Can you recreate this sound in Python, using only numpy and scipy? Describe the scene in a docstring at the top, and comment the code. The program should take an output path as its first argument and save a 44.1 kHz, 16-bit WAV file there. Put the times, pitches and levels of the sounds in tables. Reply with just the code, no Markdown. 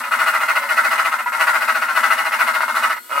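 """In a small kitchen, an electric hand mixer whips a mixture in a plastic bowl.
The beater wires clatter and scrape: trains of blows ring the bowl, harder and faster once in each turn.
Single knocks stand out; the flung mixture splashes as grainy noise.
Near the end the wires lift clear, leaving the motor's whine (gliding sines) and fan (noise),
then settle into an even rattle."""
import sys
import numpy as np
from scipy import signal
from scipy.fft import rfft, irfft, next_fast_len
from scipy.io import wavfile
from scipy.ndimage import uniform_filter1d, minimum_filter1d, map_coordinates

SR = 44100
rng = np.random.default_rng(int(sys.argv[2]) if len(sys.argv) > 2 else 0)


def bounce(signal):
    """Save signal as a 16-bit WAV file at the path given by the first command-line argument."""
    frames = np.transpose(np.atleast_2d(signal))
    limited = np.clip(frames, -1, 1)
    pcm = np.round(limited * 32767).astype(np.int16)
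    wavfile.write(sys.argv[1], SR, pcm)


N = 141120


def amp(db):
    """Amplitude factor of a level in dB."""
    return 10 ** (np.asarray(db) / 20)


def unit(x):
    """x scaled to rms 1."""
    return x / np.sqrt(np.mean(x ** 2) + 1e-20)


def along(points, hz):
    """Interpolate (frequency [Hz], value) points on a log frequency axis."""
    point_hz, value = np.transpose(points)
    return np.interp(np.log(hz + 1), np.log(point_hz + 1), value)


def wobble(knots_per_s):
    """Smooth random curve through normally distributed knots."""
    knots = rng.standard_normal(int(N * knots_per_s / SR) + 4)
    return map_coordinates(knots, [np.arange(N) * knots_per_s / SR])


def coloured(x, points):
    """Minimum-phase filter through (frequency [Hz], gain [dB]) points, made by folding the cepstrum."""
    m = 2 * next_fast_len(N)
    cepstrum = irfft(np.log(amp(along(points, np.fft.rfftfreq(m, 1 / SR)))))
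    cepstrum[1:m // 2] *= 2
    cepstrum[m // 2 + 1:] = 0
    return irfft(rfft(x, m) * np.exp(rfft(cepstrum)), m)[..., :N]


def hiss(points, side_db=-3, left_db=1.5):
    """Coloured stereo noise of rms 1, a little to the left."""
    mid, side = coloured(rng.standard_normal((2, N)), points)
    side = side * amp(side_db)
    return unit(np.array([mid + side, mid - side]) * amp([[left_db], [-left_db]]))


def mode(start_s, hz, t60_s):
    """One damped tone that builds up over about its first cycle."""
    after_s = np.maximum(np.arange(N) / SR - start_s, 0)
    envelope = amp(-60 * after_s / t60_s) * (1 - np.exp(-2 * hz * after_s))
    return envelope * np.sin(2 * np.pi * hz * after_s)


# Turns of the beaters: (time of hardest contact [s], contact level [dB])
TURN_CONTACTS = [(-.012, -12.5), (0.058, -25), (0.135, -15.5), (.213, -14.5), (.282, -13.5), (0.355, -16),
                 (.426, -16.5), (.504, -16.5), (.574, -14.5), (0.637, -22), (.713, -15), (0.789, -15),
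                 (.859, -14.5), (.93, -14), (0.999, -15), (1.068, -15.5), (1.136, -19), (1.205, -21.5),
                 (1.274, -24), (1.341, -19), (1.418, -12), (1.49, -14), (1.557, -15), (1.629, -16.5),
                 (1.699, -15), (1.766, -16.5), (1.834, -18), (1.904, -20.5), (1.976, -13.5), (2.053, -13.5),
                 (2.124, -14), (2.196, -16.5), (2.269, -17), (2.339, -18), (2.413, -14), (2.489, -16),
                 (2.558, -16), (2.63, -18), (2.696, -19), (2.772, -14.5), (2.848, -14), (2.917, -17),
                 (2.977, -30), (3.045, -24)]
# Course of every turn: (share of turn after hardest contact [0-1], nominal strike rate [1/s],
# clatter [dB], scrape [dB], splash [dB])
TURN_COURSE = [(0, 161.5, 1, -5.5, -2.5), (.14, 158, -4.5, -17.5, 0), (.29, 151, -6.5, -17, -1.5),
               (.44, 121, -9, -9.5, -1.5), (.58, 113, -11, -13.5, -6.5), (.68, 166, -3, -2.5, -5),
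               (.88, 164, 0, 1, -0.5)]
# Changes of touch with the bowl: (start [s], end [s], level change [dB])
TOUCH_CHANGES = [(2.935, 2.94, 2), (2.986, 3.094, -25)]
# Light turns run evenly, hard turns speed up and drag
EVEN_BELOW_DB, UNEVEN_ABOVE_DB, RATE_WAVER = -23, -17, .008
# Even rattle at the end: speeds up, starts softer
SETTLE_S, SETTLE_RISE_S = 3.095, .014
SETTLE_FROM_HZ, SETTLE_HZ = 92, 141.7
SETTLE_DB, SETTLE_SOFT_DB, SETTLE_SCRAPE_DB, SETTLE_SPLASH_DB = -20, -9, -2.5, -1.5
DIP_S = .017  # clatter may drop for this long before a knock


def motion():
    """Beater rotation: place in the turn, strike count, and levels of clatter, scrape and splash."""
    t = np.arange(N) / SR
    contact_s, contact_db = np.transpose(TURN_CONTACTS)
    turn = np.interp(t, contact_s, np.arange(len(contact_s)))
    force_db = np.interp(t, contact_s, contact_db)
    share, *columns = np.transpose(TURN_COURSE)
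    rate_hz, clatter_db, scrape_db, splash_db = [np.interp(turn, share, c, period=1) for c in columns]

    uneven = np.clip((force_db - EVEN_BELOW_DB) / (UNEVEN_ABOVE_DB - EVEN_BELOW_DB), 0, 1)
    rate_hz = (SETTLE_HZ + uneven * (rate_hz - SETTLE_HZ)) * (1 + RATE_WAVER * wobble(20))
    settled = t >= SETTLE_S
    loose = np.exp(-np.maximum(t - SETTLE_S, 0) / SETTLE_RISE_S)
    rate_hz = np.where(settled, SETTLE_HZ + (SETTLE_FROM_HZ - SETTLE_HZ) * loose, rate_hz)
    force_db = np.where(settled, SETTLE_DB + SETTLE_SOFT_DB * loose, force_db)

    change_db = sum(change * ((t > a) & (t < b)) for a, b, change in TOUCH_CHANGES)
    change_db = change_db + sum(change * ((t > s - DIP_S) & (t < s)) for s, _, change in KNOCK_BLOWS)
    strikes = np.cumsum(rate_hz) / SR
    strikes -= np.interp(SETTLE_S + .001, t, strikes)  # a strike falls 1 ms after settling

    touch_db = force_db + change_db
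    splash_change_db = 0.14 * uniform_filter1d(change_db, size=400)  # splash barely follows
    return (turn, strikes,
            touch_db + np.where(settled, 0, clatter_db),
            touch_db + np.where(settled, SETTLE_SCRAPE_DB, scrape_db),
            force_db + splash_change_db + np.where(settled, SETTLE_SPLASH_DB, splash_db))


JITTER_S, SCATTER_DB = .00005, 1.76  # standard deviations
REBOUND_DECAY_S, REBOUND_FROM_HZ = 0.003, 645  # rebounds carry little bass


def strike_train(strikes, chatter):
    """One blow per passing wire, each followed by a short noise burst of rebounds."""
    at = np.flatnonzero(np.diff(np.floor(strikes)) > 0)
    chance = rng.standard_normal((len(at), 2))
    shift = np.round(chance[:, 0] * JITTER_S * SR).astype(int)
    blows = np.zeros(N)
    blows[np.clip(at + shift, 0, N - 1)] = amp(SCATTER_DB * chance[:, 1])

    decay = signal.lfilter([1], [1, -np.exp(-1 / (REBOUND_DECAY_S * SR))], blows)
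    highpass = signal.butter(2, REBOUND_FROM_HZ, 'highpass', fs=SR, output='sos')
    bursts = signal.sosfilt(highpass, decay * rng.standard_normal(N))
    return unit(blows) + chatter * unit(bursts)


ECHO_S, ECHO_GAIN = .0013, 0.51  # mean delay, all-pass coefficient


def spread(train, turn, count=3):
    """Each turn meets the bowl at a new place: random all-pass echoes to and fro in its wall."""
    out = np.zeros(N + SR)
    turn_index = np.round(turn)
    for k in np.unique(turn_index):
        at = np.flatnonzero(turn_index == k)
        part = np.pad(train[at], (0, SR // 20))
        for echo_s in ECHO_S * (.5 + rng.random(count)):
            back = np.r_[1, np.zeros(int(echo_s * SR)), ECHO_GAIN]
            part = signal.lfilter(back[::-1], back, part)
        out[at[0]:at[0] + len(part)] += part
    return out[:N]


def struck(train, turn, level_db, points):
    """A train of blows rings a body at the given level."""
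    return coloured(spread(train * amp(level_db), turn), points) / np.std(coloured(train, points))


# Ring of bowl and beaters: (frequency [Hz], relative level [dB])
BOWL_RING = [(100, -70), (200, -28.5), (480, -28.5), (570, -10.5), (655, -8), (735, -17), (800, -12.5),
             (850, -12), (920, -2), (1110, -6), (1200, -6), (1295, 5), (1440, 2), (1660, -9), (1750, -8.5),
             (2100, -3), (2300, -20), (2900, -25), (3300, -30.5), (6000, -35), (15000, -81)]
# Broader sound of brushing wires: (frequency [Hz], gain over the ring [dB])
BRUSH_TONE = [(400, 2), (650, -1), (880, 5), (1000, 1.5), (1300, -1), (1900, 1.5)]
# Duller tone of the even rattle: (frequency [Hz], gain over the ring [dB])
EVEN_TONE = [(560, 7.5), (680, 1.5), (1200, 1), (1300, 0), (2000, -6.5), (6000, 1.5)]
BRUSH_BELOW_DB, HARD_ABOVE_DB = -20, -19.5  # brushing turns into hitting in between
SECOND_LAG, SECOND_DB, CHATTER = 0.4219, -4, 0.68  # lag as share of a strike period


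def clatter(turn, strikes, level_db):
    """Both beaters ring the bowl by brushing or hitting it; at the end just one rattles on evenly."""
    first = strike_train(strikes, CHATTER)
    second = amp(SECOND_DB) * strike_train(strikes - SECOND_LAG, CHATTER)
    hard = np.clip((level_db - BRUSH_BELOW_DB) / (HARD_ABOVE_DB - BRUSH_BELOW_DB), 0, 1)
    settled = np.arange(N) / SR >= SETTLE_S
    whipping = struck(first + second, turn, level_db, BOWL_RING) * ~settled
    brushing = coloured(whipping * (1 - hard), BRUSH_TONE)

    single = strike_train(strikes, chatter=1.0)
    even = coloured(single * amp(level_db) * settled, BOWL_RING) / np.std(coloured(single, BOWL_RING))
    return whipping * hard + brushing + coloured(even, EVEN_TONE)


# Sharp single knocks, most after a drop in clatter:
# (time [s], peak level [dB], clatter change just before [dB])
KNOCK_BLOWS = [(.111, -13, -8), (1.2603, -17, -34), (1.321, -12.5, -22), (2.31, -12, -6), (2.6064, -5, 0),
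               (2.681, -10.5, -4), (2.744, -13, -1.5)]
RIM_S, RIM_DB, RIM_HZ, RIM_T60_S = 1.261, -16, 970, .12


def knocks():
    """Single impulses ring the bowl; one sets its rim ringing as a damped tone."""
    blows = np.zeros(N)
    for s, peak_db, _ in KNOCK_BLOWS:
        blows[round(s * SR)] = amp(peak_db)
    ring_peak = np.abs(coloured(signal.unit_impulse(N), BOWL_RING)).max()
    return coloured(blows, BOWL_RING) / ring_peak + amp(RIM_DB) * mode(RIM_S, RIM_HZ, RIM_T60_S)


# Wire scrape at hard contact: (frequency [Hz], relative level [dB])
SCRAPE_TONE = [(300, -63), (2200, -12.5), (2500, 9.5), (2680, -1.5), (2860, 6.5), (3100, -13.5),
               (4500, -10), (6300, -27.5), (9000, -19)]


def wire_scrape(turn, strikes, level_db):
    """Passing wires excite the brighter scrape resonances."""
    return struck(strike_train(strikes, chatter=1.0), turn, level_db - 13.5, SCRAPE_TONE)


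# Splash spectrum: (frequency [Hz], relative level [dB])
SPLASH_TONE = [(1880, -37), (3300, -1), (6280, -7), (8660, -0.5), (12500, -6), (15200, -20)]


def mixture_splash(level_db, grain_db=1.5):
    """Flung mixture: noise with a fast random level, following the contact force."""
    grainy = hiss(SPLASH_TONE) * amp(grain_db * wobble(900))
    return amp(level_db - 18.5) * unit(grainy)


# Motor speed: (time [s], nominal whine frequency [Hz])
MOTOR_GLIDE = [(0, 1415), (2.92, 1418), (3.02, 1440), (3.2, 1498)]
# Resonances of the case that the overtones glide through: (frequency [Hz], rms level [dB])
CASE_RESONANCES = [(1400, -42), (1441, -46.5), (1456, -51), (2870, -77), (2912, -51), (4330, -62),
                   (4400, -66)]
# Partials of the whine: (multiple of the whine frequency [-])
WHINE_PARTIALS = (1, 2, 3, 9)
WHINE_WAVER, PARTIAL_WAVER_DB = 0.0041, 1.4
NOTE_S, NOTE_HALF_S, NOTE_HZ, NOTE_DB = 0.637, 0.053, 560, -38  # in one light turn


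def motor_whine():
    """Harmonics glide with motor speed and swell at case resonances; a low bowl note sounds once, briefly."""
    t = np.arange(N) / SR
    hz = np.interp(t, *np.transpose(MOTOR_GLIDE))
    phase = 2 * np.pi * np.cumsum(hz * (1 + WHINE_WAVER * wobble(60))) / SR
    whine = np.zeros(N)
    for k in WHINE_PARTIALS:
        level_db = along(CASE_RESONANCES, k * hz) + PARTIAL_WAVER_DB * wobble(20)
        whine += np.sqrt(2) * amp(level_db) * np.sin(k * phase)
    note_swell = np.maximum(1 - ((t - NOTE_S) / NOTE_HALF_S) ** 2, 0)
    return whine + amp(NOTE_DB) * note_swell * np.sin(2 * np.pi * NOTE_HZ * t)


HUM_HZ, HUM_DB, HUM_SWING_DB, HUM_WAVER_DB = 239, -57.5, 9, 2.9
BUMP_S, BUMP_DB, BUMP_HZ, BUMP_T60_S = 1.963, -52, 60, .07


def housing(turn):
    """The case drones between hard contacts, more under load, and is bumped once, faint and dull."""
    t = np.arange(N) / SR
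    contact_s, contact_db = np.transpose(TURN_CONTACTS)
    load_db = .5 * np.interp(t, contact_s, contact_db - contact_db.mean())
    swing_db = -HUM_SWING_DB * np.cos(2 * np.pi * turn)
    level_db = HUM_DB + load_db + swing_db + HUM_WAVER_DB * wobble(10)
    hum = amp(level_db) * np.sin(2 * np.pi * HUM_HZ * t + wobble(20))
    return hum + amp(BUMP_DB) * mode(BUMP_S, BUMP_HZ, BUMP_T60_S)


# Fan spectrum: (frequency [Hz], relative level [dB])
FAN_TONE = [(100, -21), (170, -13), (260, 4.5), (6400, -6), (8400, 7.5), (10000, -5.5), (12800, 11.5),
            (13500, -1)]


def fan_rush():
    """Cooling fan: steady coloured noise."""
    return amp(-42.5) * hiss(FAN_TONE)


# Room decay: (frequency [Hz], T60 [s])
ROOM_T60 = [(200, 0.12), (5000, 0.1), (15000, 0.22)]
# Room share: (frequency [Hz], level against direct [dB])
ROOM_LEVEL = [(200, -21), (700, -9), (1300, -3), (4500, 5.5)]
LEFT_DB = 0.89


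def kitchen(x):
    """Direct sound plus short noise tails, crossfading to fresh ones to even out chance colouring."""
    sent = coloured(x, ROOM_LEVEL)
    wet = np.zeros((2, N + SR))
    size = SR // 5  # a fresh random tail every 0.2 s
    for centre in range(0, N + size, size):
        at = np.arange(max(centre - size, 0), min(centre + size, N))
        piece = sent[at] * np.cos(np.pi / 2 * (at - centre) / size)
        hz, t, z = signal.stft(rng.standard_normal((2, SR // 3)), SR, nperseg=256)
        decay_db = -60 * t / along(ROOM_T60, hz)[:, None]
        tail = signal.istft(z * amp(decay_db), SR, nperseg=256)[1]
        tail = tail / np.linalg.norm(tail, axis=1, keepdims=True)
        part = signal.fftconvolve(piece[None], tail, axes=1)
        wet[:, at[0]:at[0] + part.shape[1]] += part
    return (x + wet[:, :N]) * amp([[LEFT_DB], [-LEFT_DB]])


def scene():
    """Bowl, beaters and motor sound through the room; splash and fan are added directly."""
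    turn, strikes, clatter_db, scrape_db, splash_db = motion()
    bowl = clatter(turn, strikes, clatter_db) + knocks() + wire_scrape(turn, strikes, scrape_db)
    mixer = motor_whine() + housing(turn)
    return kitchen(bowl + mixer) + mixture_splash(splash_db) + fan_rush()


CEILING, TOP_HZ = .89, 15850


def record(dry):
    """A quick look-ahead limiter holds the peaks down; nothing is kept above the band limit."""
    needed = CEILING / np.maximum(np.abs(dry).max(axis=0), CEILING)
    gain = uniform_filter1d(minimum_filter1d(needed, size=401), size=401)
    m = next_fast_len(N + SR // 2)
    in_band = np.fft.rfftfreq(m, 1 / SR) < TOP_HZ
    return irfft(rfft(dry * gain, m) * in_band, m)[:, :N]


dry = scene()
out = record(dry)
bounce(out)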